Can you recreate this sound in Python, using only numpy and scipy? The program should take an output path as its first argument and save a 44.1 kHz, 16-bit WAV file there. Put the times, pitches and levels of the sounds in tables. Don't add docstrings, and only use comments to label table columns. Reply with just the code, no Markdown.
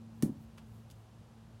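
import sys
import numpy as np
from scipy import signal
from scipy.fft import rfft, irfft
from scipy.io import wavfile

SR = 44100
rng = np.random.default_rng(int(sys.argv[2]) if len(sys.argv) > 2 else 0)


def put_to_file(sound):
    columns = np.atleast_2d(sound).T
    safe = np.clip(columns, -1, 1)
    whole_steps = np.round(safe * 32767)
    wavfile.write(sys.argv[1], SR, whole_steps.astype(np.int16))


N = 70560
T = np.arange(N) / SR

# start in seconds, level in dB relative to the first touch.
HEAD_CONTACTS = [(0.2246, 0), (0.2263, -6), (0.2279, -8), (0.2300, -15), (0.2328, -15)]
# frequency in Hz, gain in dB.
CONTACT_SPECTRUM = [(400, -8), (900, -4), (1600, -4), (3000, -7.5), (4500, -5.5), (6500, -3), (8000, -5),
                    (10500, 0), (13000, -6.5), (16000, -8.5)]
# frequency in Hz, level in dB before STICK_DB is added,
# time to decay by 60 dB in seconds.
STICK_RESONANCES = [(500, -43, .06), (549, -54, .25), (785, -58, .15), (1520, -60, .08), (6570, -61, .1),
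                    (7677, -64, .18), (8582, -59, .15), (10471, -57, .15), (11090, -62, .12)]
# delay in seconds,
# level in dB relative to the thump, centre frequency in Hz.
THUMP_ECHOES = [(.0066, -16, 140), (.0122, -8.5, 195), (.0222, -15, 275), (.0268, -8.5, 225),
                (.0440, -17, 280), (.0598, -10.5, 255), (.0680, -15, 245), (.0850, -21, 190)]
# frequency in Hz, gain in dB.
THUMP_TAIL_SPECTRUM = [(40, -11), (65, -7.5), (110, -10), (170, -2.5), (270, 1.5), (330, -4.5),
                       (400, -21.5), (650, -22.5), (1200, -34), (3000, -69.5)]
# start in seconds, level in dB, rise in seconds,
# time to decay by 60 dB in seconds, tilt in dB per octave, low edge in Hz.
BALL_SHIFTS = [(0.5738, -59, .003, 0.061, -2, 400), (.579, -52, 0.0016, 0.049, -3, 250),
               (0.901, -59.5, 0.00075, 0.032, -0.5, 2400), (0.9096, -56, 0.0011, 0.045, 2, 2400)]
# frequency in Hz, gain in dB.
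RATTLE_SPECTRUM = [(300, -4), (1000, 0), (2200, 0), (3200, 3), (4000, -4), (5200, -3.5), (8000, -6),
                   (11000, -6), (13000, -12), (16000, -13)]
# centre in seconds, level in dB,
# standard deviation of the swell in seconds.
STRING_SWELLS = [(0.174, -80.5, 0.021), (.425, -76, 0.024), (0.748, -76.5, 0.059), (0.99, -81.5, 0.054)]
# frequency in Hz, gain in dB.
STRING_SPECTRUM = [(2000, -11), (5000, -8), (10000, 0.5), (12500, 0), (13700, 4), (16000, -5)]
# start in seconds, level in dB, frequency in Hz.
SOFT_BUMPS = [(.574, -49, 120), (1.125, -55, 205), (1.190, -48, 100), (1.2115, -45, 112),
              (1.5405, -45, 112)]
# time in seconds, drone level in dB, octave level in dB.
STRONG_HUM_LEVELS = [(0, -55.5, -51), (0.148, -59, -55), (.42, -54, -55), (.55, -59, -59),
                     (.65, -63, -56.5), (.73, -51.5, -64.5), (.86, -56, -62), (1.02, -57.5, -71.5),
                     (1.16, -60, -67.5), (1.36, -63.5, -58), (1.6, -58, -65)]
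# frequency in Hz, level in dB, scale of the level waver in dB.
WEAK_HUM_LINES = [(57, -68.5, 0.5), (172.8, -72, -0.5), (335, -79.5, -1.5)]
# frequency in Hz, gain in dB.
AIR_SPECTRUM = [(180, -29), (300, -2.5), (461, -3), (685, -7), (781, -5), (2280, -20), (2830, -17.5),
                (3340, -20), (6790, -25.5), (12100, -31.5), (15500, -57)]
# frequency in Hz, gain in dB.
RUMBLE_SPECTRUM = [(25, -24.5), (38, -8.5), (55, 0.5), (80, 4.5), (115, 1), (150, 1), (220, -6), (300, -13),
                   (500, -44.5)]
# time in seconds, level in dB.
RUMBLE_COURSE = [(0, -61.5), (.3, -54), (.6, -57.5), (.82, -57), (1.0, -61), (1.6, -59.5)]

FIRST_TOUCH_S = HEAD_CONTACTS[0][0]
TICK_DB, STICK_DB = -12.5, 4
NEAR_SCATTER_DB, NEAR_SCATTER_T60_S = -4, 0.023
FAR_SCATTER_DB, FAR_SCATTER_T60_S = -4.5, 0.18
GIVE_HZ, GIVE_RISE_S, GIVE_DB = 153.6, 0.0091, -27
CATCH_S, POCKET_HZ, POCKET_RISE_S, POCKET_DB = 0.2323, 261, 0.0031, -16.5
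RECOIL_S, RECOIL_HZ, RECOIL_RISE_S, RECOIL_DB = 0.236, 61.7, 0.017, -50
ECHO_RISE_S = 0.0039
THUMP_TAIL_DB, THUMP_TAIL_RISE_S, THUMP_TAIL_T60_S = -34.5, 0.007, 0.33
RATTLE_GRAINS_PER_S = 9000
RATTLE_TAIL_DB, RATTLE_TAIL_T60_S = -13, 0.21
BUMP_RISE_S = 0.0062
DRONE_HZ, DRONE_WAVER_DB, OCTAVE_HZ, OCTAVE_WAVER_DB = 112.9, 3, 224.5, 2
HUM_WANDER_HZ = 2.07
AIR_DB, AIR_LOW_HZ, AIR_TOP_HZ = -65.5, 267, 14100
BASS_EDGE_HZ, CUTOFF_HZ = 54, 15900


def from_db(db):
    return 10 ** (np.asarray(db) / 20)


def rms_one(x):
    return x / np.sqrt(np.mean(x ** 2) + 1e-20)


def coloured(x, colour, tilt_db=0):
    size = 2 * N
    octave = np.log2(np.maximum(np.arange(N + 1) * SR / size, 1))
    hz, db = np.transpose(colour)
    shape_db = np.interp(octave, np.log2(hz), db + tilt_db * np.log2(hz / hz[0]))
    cepstrum = irfft(np.log(from_db(shape_db)))
    cepstrum[1:N] *= 2
    cepstrum[N + 1:] = 0
    response = np.exp(rfft(cepstrum))
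    return irfft(rfft(x, size) * response)[:N]


def noise(colour):
    return rms_one(coloured(rng.standard_normal(N), colour))


def drift(rate):
    knots = rng.uniform(-np.sqrt(3), np.sqrt(3), 64)
    return np.interp(T * rate, np.arange(len(knots)), knots)


def burst(start, rise, t60):
    age = T - start
    decay_db = -60 * np.maximum(age - rise, 0) / t60
    return np.clip(age / rise, 0, 1) * from_db(decay_db)


def thud(start, hz, rise):
    age = np.maximum(T - start, 0)
    envelope = (age / rise * np.exp(1 - age / rise)) ** 2
    return envelope * np.sin(2 * np.pi * hz * age)


def scatter(x, t60):
    response = rng.standard_normal(N) * burst(0, 1e-3, t60)
    return signal.fftconvolve(x, response / np.linalg.norm(response))[:N]


def tone(hz, db, waver_db):
    phase = 2 * np.pi * np.cumsum(hz + HUM_WANDER_HZ * drift(7.87)) / SR
    level = from_db(db + waver_db * drift(11.93))
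    return np.sqrt(2) * level * np.sin(phase)


def head_ticks():
    clicks = np.zeros(N)
    for start, db in HEAD_CONTACTS:
        clicks[int(start * SR)] += from_db(TICK_DB + db)
    tick = coloured(clicks, CONTACT_SPECTRUM)
    near = from_db(NEAR_SCATTER_DB) * scatter(tick, NEAR_SCATTER_T60_S)
    far = from_db(FAR_SCATTER_DB) * scatter(tick, FAR_SCATTER_T60_S)
    ring = np.zeros(N)
    for hz, db, t60 in STICK_RESONANCES:
        swing = np.sin(2 * np.pi * hz * (T - FIRST_TOUCH_S))
        ring += from_db(STICK_DB + db) * burst(FIRST_TOUCH_S, 1 / hz, t60) * swing
    return tick + near + far + ring


def pocket_thump():
    give = from_db(GIVE_DB) * thud(FIRST_TOUCH_S, GIVE_HZ, GIVE_RISE_S)
    thump = from_db(POCKET_DB) * thud(CATCH_S, POCKET_HZ, POCKET_RISE_S)
    recoil = from_db(RECOIL_DB) * thud(RECOIL_S, RECOIL_HZ, RECOIL_RISE_S)
    echoes = np.zeros(N)
    for delay, db, hz in THUMP_ECHOES:
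        echoes += from_db(POCKET_DB + db) * thud(CATCH_S + delay, hz, ECHO_RISE_S)
    tail_envelope = burst(CATCH_S, THUMP_TAIL_RISE_S, THUMP_TAIL_T60_S)
    tail = from_db(THUMP_TAIL_DB) * tail_envelope * noise(THUMP_TAIL_SPECTRUM)
    return give + thump + recoil + echoes + tail


def rattles():
    out = np.zeros(N)
    for start, db, rise, t60, tilt_db, low_hz in BALL_SHIFTS:
        low_cut = signal.butter(2, low_hz, "high", fs=SR, output="sos")
        grains = rng.standard_normal(N) * (rng.random(N) < RATTLE_GRAINS_PER_S / SR)
        scuff = rms_one(signal.sosfilt(low_cut, coloured(grains, RATTLE_SPECTRUM, tilt_db)))
        hiss = rng.standard_normal(N)
        tail = rms_one(signal.sosfilt(low_cut, coloured(hiss, RATTLE_SPECTRUM, tilt_db)))
        body = scuff * burst(start, rise, t60)
        after = from_db(RATTLE_TAIL_DB) * tail * burst(start, rise, RATTLE_TAIL_T60_S)
        out += from_db(db) * (body + after)
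    return out


def swishes():
    swell = np.zeros(N)
    for centre, db, spread in STRING_SWELLS:
        swell += from_db(db) * np.exp(-0.5 * ((T - centre) / spread) ** 2)
    return noise(STRING_SPECTRUM) * swell


def bumps():
    return sum(from_db(db) * thud(start, hz, BUMP_RISE_S) for start, db, hz in SOFT_BUMPS)


def machine_hum():
    times, drone_db, octave_db = np.transpose(STRONG_HUM_LEVELS)
    drone = tone(DRONE_HZ, np.interp(T, times, drone_db), DRONE_WAVER_DB)
    octave = tone(OCTAVE_HZ, np.interp(T, times, octave_db), OCTAVE_WAVER_DB)
    return drone + octave + sum(tone(*line) for line in WEAK_HUM_LINES)


def outdoor_air():
    low_cut = signal.butter(2, AIR_LOW_HZ, "high", fs=SR, output="sos")
    top_cut = signal.butter(12, AIR_TOP_HZ, fs=SR, output="sos")
    air = signal.sosfilt(top_cut, signal.sosfilt(low_cut, noise(AIR_SPECTRUM)))
    return from_db(AIR_DB) * rms_one(air)


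def low_rumble():
    level_db = np.interp(T, *np.transpose(RUMBLE_COURSE))
    return from_db(level_db) * noise(RUMBLE_SPECTRUM)


def scene():
    foreground = head_ticks() + pocket_thump() + rattles() + swishes() + bumps()
    background = machine_hum() + outdoor_air() + low_rumble()
    return (foreground + background)[None]


def record(dry):
    hz = np.maximum(np.arange(N + 1) * SR / (2 * N), 1)
    bass = 1 / np.sqrt(1 + (BASS_EDGE_HZ / hz) ** 8)
    thinned = irfft(rfft(dry, 2 * N) * bass)[:, :N]
    top_cut = signal.ellip(10, 0.2, 70, CUTOFF_HZ, fs=SR, output="sos")
    return signal.sosfilt(top_cut, thinned)


dry = scene()
out = record(dry)
put_to_file(out)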